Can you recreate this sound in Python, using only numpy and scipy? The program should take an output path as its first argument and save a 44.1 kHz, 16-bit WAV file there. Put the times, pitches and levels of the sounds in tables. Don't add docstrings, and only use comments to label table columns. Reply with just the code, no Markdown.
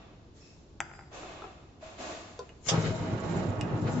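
import sys
import numpy as np
from scipy import signal
from scipy.fft import rfft, irfft
from scipy.io import wavfile

SR = 44100
rng = np.random.default_rng(int(sys.argv[2]) if len(sys.argv) > 2 else 0)


def unload_wav(signal):
    wavfile.write(
        sys.argv[1],
        SR,
        np.round(np.clip(np.atleast_2d(signal).T, -1, 1) * 32767).astype(np.int16),
    )


N = 176400
TIME, FREQS = np.arange(N) / SR, np.fft.rfftfreq(N, 1 / SR)
NOISE_TOP_HZ, CUTOFF_HZ = 7570, 8300
# (pitch [Hz], likeness [0 to 1])
EAR_LIKENESS = [(50, 0.89), (180, 0.94), (400, 0.81), (700, 0.6), (1200, 0.13), (2200, 0.022),
                (7500, 0.049)]


def from_db(db):
    return 10 ** (np.asarray(db) / 20)


def rms_one(x):
    return x / np.sqrt(np.mean(x ** 2) + 1e-20)


def in_time(rows):
    times, *columns = np.transpose(rows)
    return [np.interp(TIME, times, column) for column in columns]


def at_hz(points, hz):
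    pitches, values = np.transpose(points)
    return np.interp(np.log(hz + 1), np.log(pitches), values)


def pan(db):
    return from_db(np.array([[.5], [-.5]]) * db)


def drift(rate_hz):
    return rms_one(irfft(rfft(rng.standard_normal(N)) / (1 + (FREQS / rate_hz) ** 4), N))


def noise(colour, ripple_db=0, top_hz=NOISE_TOP_HZ):
    alike = at_hz(EAR_LIKENESS, FREQS)
    bumps = np.clip(rng.standard_normal(SR // 50), -2, 2)
    ripple = np.interp(FREQS / 45, np.arange(len(bumps)), bumps)
    shape = from_db(at_hz(colour, FREQS) + ripple_db * ripple * np.minimum(FREQS / 1500, 1))
    mid, side = rfft(rng.standard_normal((2, N))) * shape * (FREQS < top_hz)
    return rms_one(irfft(np.sqrt(1 + alike) * mid + np.sqrt(1 - alike) * side * [[1], [-1]], N))


def swell(start, length, rise_s, fall_db_per_s):
    fall = from_db(-fall_db_per_s * np.maximum(TIME - start - length, 0))
    return np.clip((TIME - start) / rise_s, 0, 1) * fall


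def strike(blows, notes, crack_db):
    out, t = np.zeros(N + SR), TIME[:SR // 2]
    hz, note_db, ring_s = np.transpose(notes)
    rings = np.sin(2 * np.pi * hz[:, None] * t) * from_db(-60 * t / ring_s[:, None])
    signs = (-1) ** np.arange(len(hz))
    for start, db, treble_limit in blows:
        vary_db = 1.5 * rng.standard_normal(len(hz))
        gains = signs * from_db(db + note_db + vary_db) / np.sqrt(1 + (hz / treble_limit) ** 4)
        burst = rng.standard_normal(len(t)) * np.exp(-t / 0.0017) + 1e-18
        crack = signal.sosfilt(signal.butter(2, treble_limit, fs=SR, output="sos"), burst)
        i = int(start * SR)
        out[i:i + len(t)] += gains @ rings + from_db(db + crack_db) * crack
    return out[:N]


def in_hall(x, near_db, hall_db, pan_db):
    # (pitch [Hz], level [dB])
    echo_colour = [(100, -8), (400, 1.5), (1500, 2), (2300, -4), (4000, -2), (7500, -5.5)]
    t, near_fade_s, hall_fade_s = TIME[:SR], 0.12, 0.96
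    near = noise(echo_colour)[:, :SR] * from_db(-60 * t / near_fade_s) * (t > .002)
    far = noise(echo_colour)[:, :SR] * from_db(-60 * t / hall_fade_s) * (t > .012)
    echoes = (from_db(near_db) * rms_one(near) + from_db(hall_db) * rms_one(far)) / np.sqrt(SR)
    return x * pan(pan_db) + signal.fftconvolve(x[None], echoes, axes=1)[:, :N]


def room_noise():
    # (pitch [Hz], level [dB])
    colour = [(20, -10.5), (42, 1.5), (70, 3.5), (130, -1), (220, -5.5), (340, -4), (500, -12),
              (1000, -19.5), (2000, -30), (4000, -29), (7500, -34.5)]
    return from_db(-54) * noise(colour)


def far_scraping():
    # (start [s], length [s], body level [dB], hiss level [dB])
    strokes = [(-0.12, 0.12, -53.5, -75), (0.33, 0.14, -70, -63.5), (1.105, 0.12, -44.5, -57),
               (1.245, 0.16, -48.5, -64.5), (1.8, 0.09, -48.5, -58.5), (1.969, 0.14, -41, -49)]
    # (pitch [Hz], level [dB])
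    body_colour = [(150, -16.5), (300, -5.5), (500, -10), (670, -3), (930, -12.5), (1130, -8.5),
                   (1500, -15.5), (2200, -17), (3300, -18.5), (5000, -29), (8000, -44)]
    hiss_colour = [(500, -18), (2000, -1), (2650, -7.5), (4000, -0.5), (5400, -2.5), (6400, 0), (7500, 1.5)]
    body_power = hiss_power = 0
    for start, length, body_db, hiss_db in strokes:
        stroke = swell(start, length, rise_s=0.042, fall_db_per_s=52)
        body_power += (from_db(body_db) * stroke) ** 2
        hiss_power += (from_db(hiss_db) * stroke) ** 2
    grain = from_db(0.26 * drift(40))
    body = np.sqrt(body_power) * grain * noise(body_colour, ripple_db=3.5)
    return body + np.sqrt(hiss_power) * noise(hiss_colour)


def can_rubbing():
    # (start [s], length [s], level [dB], pitch [Hz], spread to each side [Hz])
    rubs = [(0.4, 0.098, -64.5, 5400, 330), (0.41, .11, -68, 2590, 110), (0.825, 0.027, -66, 4920, 80),
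            (0.925, 0.08, -66, 4930, 100), (0.922, .02, -65, 7380, 280), (1.125, .04, -58.5, 6030, 170),
            (1.135, .06, -60, 7250, 280)]
    out = 0
    for start, length, db, hz, spread_hz in rubs:
        band = (FREQS < NOISE_TOP_HZ) / (1 + ((FREQS - hz) / spread_hz) ** 2)
        ring = rms_one(irfft(rfft(rng.standard_normal((2, N))) * band, N))
        out += from_db(db) * swell(start, length, rise_s=0.0088, fall_db_per_s=113) * ring
    return out


def rim_skitter(count, start_s, end_s):
    when, size = rng.random((count, 2)).T
    times = start_s + (end_s - start_s) * (np.arange(count) + when) / count
    quietest_db, range_db, treble_limit_hz = -53, 14, 2000
    return [(t, quietest_db + range_db * u, treble_limit_hz) for t, u in zip(times, size)]


def can_clacks():
    # (time [s], level [dB], treble limit [Hz])
    taps = [(0.8036, -13, 9100), (0.8122, -31, 9100), (0.8170, -40, 9000), (0.914, -32, 1700),
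            (0.936, -33, 2000), (0.991, -30, 1660), (1.010, -36, 1180), (1.024, -39, 1390)]
    # (pitch [Hz], level [dB], ring time [s])
    notes = [(144.8, -39, 0.96), (337, -36, 0.24), (753, -31, 0.0075), (810, -7.5, 0.012),
             (1403, -5, 0.0077), (1860, -6, 0.0074), (2050, -4, 0.012), (2490, -8, 0.0057),
             (3500, -15, .007), (4770, -41, 0.19), (5660, -19, 0.008), (6160, -17, 0.016),
             (7410, -11.5, 0.0089)]
    can = strike(list(taps) + rim_skitter(count=8, start_s=0.824, end_s=1.04), notes, crack_db=-36)
    for hz, sharpness in (1130, 6.7), (4200, 4.5):
        can = signal.lfilter(*signal.iirnotch(hz, sharpness, fs=SR), can + 1e-18)
    return in_hall(can, near_db=-14, hall_db=-16.5, pan_db=3.5)


def lid_and_plate():
    # (time [s], level [dB], treble limit [Hz])
    lid_presses = [(1.231, -39.5, 1100), (1.420, -40.5, 1990), (1.440, -39, 1800)]
    plate_bumps = [(1.826, -45.5, 2940)]
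    # (pitch [Hz], level [dB], ring time [s])
    lid_notes = [(383, -3, 0.069), (450, -6, 0.051), (774, 1.5, 0.043), (1177, 2.5, 0.019),
                 (1325, 1.5, 0.029), (1640, -11.5, 0.053)]
    plate_notes = [(640, 5, 0.2), (1134, -11, 0.043)]
    lid = strike(lid_presses, lid_notes, crack_db=4)
    plate = strike(plate_bumps, plate_notes, crack_db=-10)
    return in_hall(lid + plate, near_db=-8.5, hall_db=-13.5, pan_db=3)


def table_knock():
    # (time [s], level [dB], treble limit [Hz])
    knocks = [(2.3915, -34, 6850)]
    # (pitch [Hz], level [dB], ring time [s])
    notes = [(475, 0, 0.096), (385, -4.5, 0.069), (570, -5.5, .035), (748, -12, 0.028), (850, -9.5, 0.042),
             (1020, -11, 0.12), (1404, -12.5, .04), (3680, -16, 0.032), (4630, -15, 0.026),
             (5230, -10.5, 0.012), (6200, -9.5, .012), (7640, -16, .012)]
    return in_hall(strike(knocks, notes, crack_db=-3.5), near_db=-6.5, hall_db=-18.5, pan_db=-0.5)


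def steel_ticks():
    # (time [s], level [dB], treble limit [Hz])
    ticks = [(2.492, -44.5, 2750), (2.664, -44.5, 3520), (3.6108, -33, 9000)]
    # (pitch [Hz], level [dB], ring time [s])
    notes = [(2026, -3, 0.014), (2510, -4.5, 0.038), (2850, -4.5, 0.03), (4660, -8, 0.0077),
             (7800, -5, 0.0043)]
    return in_hall(strike(ticks, notes, crack_db=1.5), near_db=-6, hall_db=-11, pan_db=-9.5)


def air_valve():
    # (pitch [Hz], level [dB])
    rising_hiss_colour = [(500, 1), (4200, -3.5), (5800, 0), (7200, 7.5), (8400, -21)]
    blast_colour = [(150, -10), (450, 2), (2200, -5), (3550, 7), (4100, -10.5), (4800, 5), (5700, 4.5),
                    (7000, 1.5), (8400, -9)]
    blast_s, hold_s, rise_s = 2.6855, 0.011, 0.0015
    growth = from_db(-33 + 560 * np.minimum(TIME - blast_s, 0)) * (TIME < blast_s + rise_s)
    rising_hiss = growth * noise(rising_hiss_colour, ripple_db=6.5, top_hz=CUTOFF_HZ) * pan(7)
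    puff = swell(blast_s, hold_s, rise_s, fall_db_per_s=480)
    blast = puff * noise(blast_colour, ripple_db=1.5, top_hz=CUTOFF_HZ) * pan(-2.5)
    echo = from_db(-22) * swell(blast_s, hold_s, rise_s=0.0076, fall_db_per_s=65) * noise(blast_colour)
    return rising_hiss + from_db(-23.5) * (blast + echo)


def frame_clunks():
    # (time [s], level [dB], treble limit [Hz])
    jolts = [(2.664, -43, 3000), (2.715, -31.5, 1500), (2.726, -33.5, 1780), (2.739, -28.5, 1500),
             (2.774, -26, 600), (2.787, -32.5, 500), (2.848, -34.5, 703), (3.122, -32.5, 200),
             (3.594, -37.5, 900), (3.732, -31, 200), (3.846, -23, 139), (3.931, -31, 250)]
    # (pitch [Hz], level [dB], ring time [s])
    notes = [(110.7, 0, 0.27), (156, 4, 0.11), (234, -2.5, 0.045), (343, -15, 0.075), (439, -4.5, 0.077),
             (582, -9, 0.12), (812, -12.5, 0.12), (1250, -4, 0.027)]
    return in_hall(strike(jolts, notes, crack_db=-3), near_db=-6, hall_db=-14, pan_db=3)


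def motor_hum(throb_db):
    # (pitch [Hz], level before the load [dB], wander [share of pitch])
    tones = [(65.8, -53, 0.0043), (100.1, -39.5, 0.014), (118.4, -43.5, 0.03), (161.5, -41.5, 0.015),
             (243, -48, 0.0065), (300.5, -47, 0.0022), (515, -55.5, 0.003), (639, -46.5, 0.0038),
             (816, -57, 0.0015), (943, -55.5, 0.0027), (1130, -57.5, 0.0018), (1257, -58.5, 0.0024)]
    bite_s, bite_rise_s, load_hz, load_width_hz = 3.56, 0.17, 263, 48
    load = np.clip((TIME - bite_s) / bite_rise_s, 0, 1)
    hum = 0
    for hz, db, wander in tones:
        load_db = 11.5 * np.exp(-((hz - load_hz) / load_width_hz) ** 2)
        phase = 2 * np.pi * np.cumsum(hz * (1 + wander * drift(12))) / SR
        ear_shift = np.arccos(at_hz(EAR_LIKENESS, hz)) * rng.choice([-.5, .5]) * np.array([[1], [-1]])
        flutter = from_db(4.5 * drift(8) + throb_db * (hz < 140))
        hum += from_db(db + load_db * load) * rms_one(flutter * np.sin(phase + ear_shift))
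    return hum


def chatter(contacts_per_s, fade_s, share):
    sizes = from_db(3.5 * np.minimum(rng.exponential(1, N), 4))
    contacts = sizes * (rng.random(N) < contacts_per_s / SR)
    bursts = rms_one(signal.lfilter([1], [1, -np.exp(-1 / (fade_s * SR))], contacts + 1e-18))
    return rms_one(1 - share + share * bursts)


def running_machine():
    # (time [s], rumble [dB], whir [dB], rattle [dB], hiss and sizzle [dB])
    levels = [(2.72, -45, -25, -38.5, -63), (2.80, -47.5, -37.5, -43, -51), (2.83, -32, -39.5, -43.5, -52),
              (2.858, -29, -38.5, -37.5, -54), (2.93, -38.5, -43.5, -48, -54.5),
              (3.06, -40.5, -38, -49.5, -62), (3.13, -33, -39.5, -52, -64), (3.20, -40.5, -38, -54, -64),
              (3.31, -36.5, -36, -49, -58), (3.436, -31, -38, -51.5, -61), (3.585, -43.5, -39, -61.5, -67),
              (3.68, -36.5, -36.5, -65, -69.5), (3.75, -36.5, -36.5, -58, -66.5),
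              (3.83, -35.5, -40.5, -62, -60.5), (3.878, -35, -34.5, -44.5, -61.5),
              (3.928, -33, -36.5, -59, -52), (4.0, -36, -37.5, -52, -57)]
    # (time [s], shift to the left [dB])
    sway = [(2.75, 1), (2.95, -1), (3.15, -5), (3.55, -5.5), (3.8, -3), (4.0, 0.5)]
    # (pitch [Hz], level [dB])
    rumble_colour = [(25, -25), (46, -9), (72, -22.5), (92, -4), (125, -0.5), (180, 2.5), (215, -2.5),
                     (340, -8), (480, -10), (900, -27.5), (3000, -61)]
    whir_colour = [(150, -41.5), (330, 4.5), (450, -2.5), (700, 0), (860, -5.5), (1250, -9.5),
                   (1600, -16.5), (3000, -25), (7500, -57.5)]
    rattle_colour = [(600, -4.5), (1400, 0.5), (2100, -1), (2750, -3), (3400, -9), (3850, -4.5),
                     (5000, -13.5), (7500, -20.5)]
    hiss_colour = [(1500, -18.5), (3500, 1.5), (4600, 0.5), (5600, 4), (6500, 3), (7500, -4)]
    sizzle_colour = [(5500, -25), (6600, -10.5), (7300, 2), (7600, -12)]
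    start_s, spin_up_s, turn_s, throb_peak_s = 2.70, 0.041, 0.12, 2.3
    rumble_db, whir_db, rattle_db, hiss_db = in_time(levels)
    left_db, = in_time(sway)
    throb_db = 4 * np.cos(2 * np.pi * (TIME - throb_peak_s) / turn_s)
    hum = motor_hum(throb_db)
    contacts = chatter(contacts_per_s=260, fade_s=0.013, share=0.18)
    rumble = from_db(rumble_db + 0.5 + 0.57 * throb_db) * noise(rumble_colour)
    whir = from_db(whir_db - 1.5) * noise(whir_colour, ripple_db=4.5)
    rattle = from_db(rattle_db + 1) * noise(rattle_colour, ripple_db=3.5)
    hiss = from_db(hiss_db + 2 * drift(60)) * noise(hiss_colour, ripple_db=-3.5)
    sizzle = from_db(hiss_db - 3 + 3.5 * drift(33)) * noise(sizzle_colour)
    bass = (hum + rumble) * pan(left_db + 4)
    middle = contacts * (whir + rattle) * pan(left_db)
    treble = (hiss + sizzle) * pan(left_db - 2)
    return np.clip((TIME - start_s) / spin_up_s, 0, 1) * (bass + middle + treble)


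def scene():
    workshop = room_noise() + far_scraping()
    handling = can_rubbing() + can_clacks() + lid_and_plate() + table_knock()
    machine = steel_ticks() + air_valve() + running_machine() + frame_clunks()
    return workshop + handling + machine


def record(dry):
    return signal.sosfilt(signal.ellip(12, .2, 80, CUTOFF_HZ, fs=SR, output="sos"), dry)


dry = scene()
out = record(dry)
unload_wav(out)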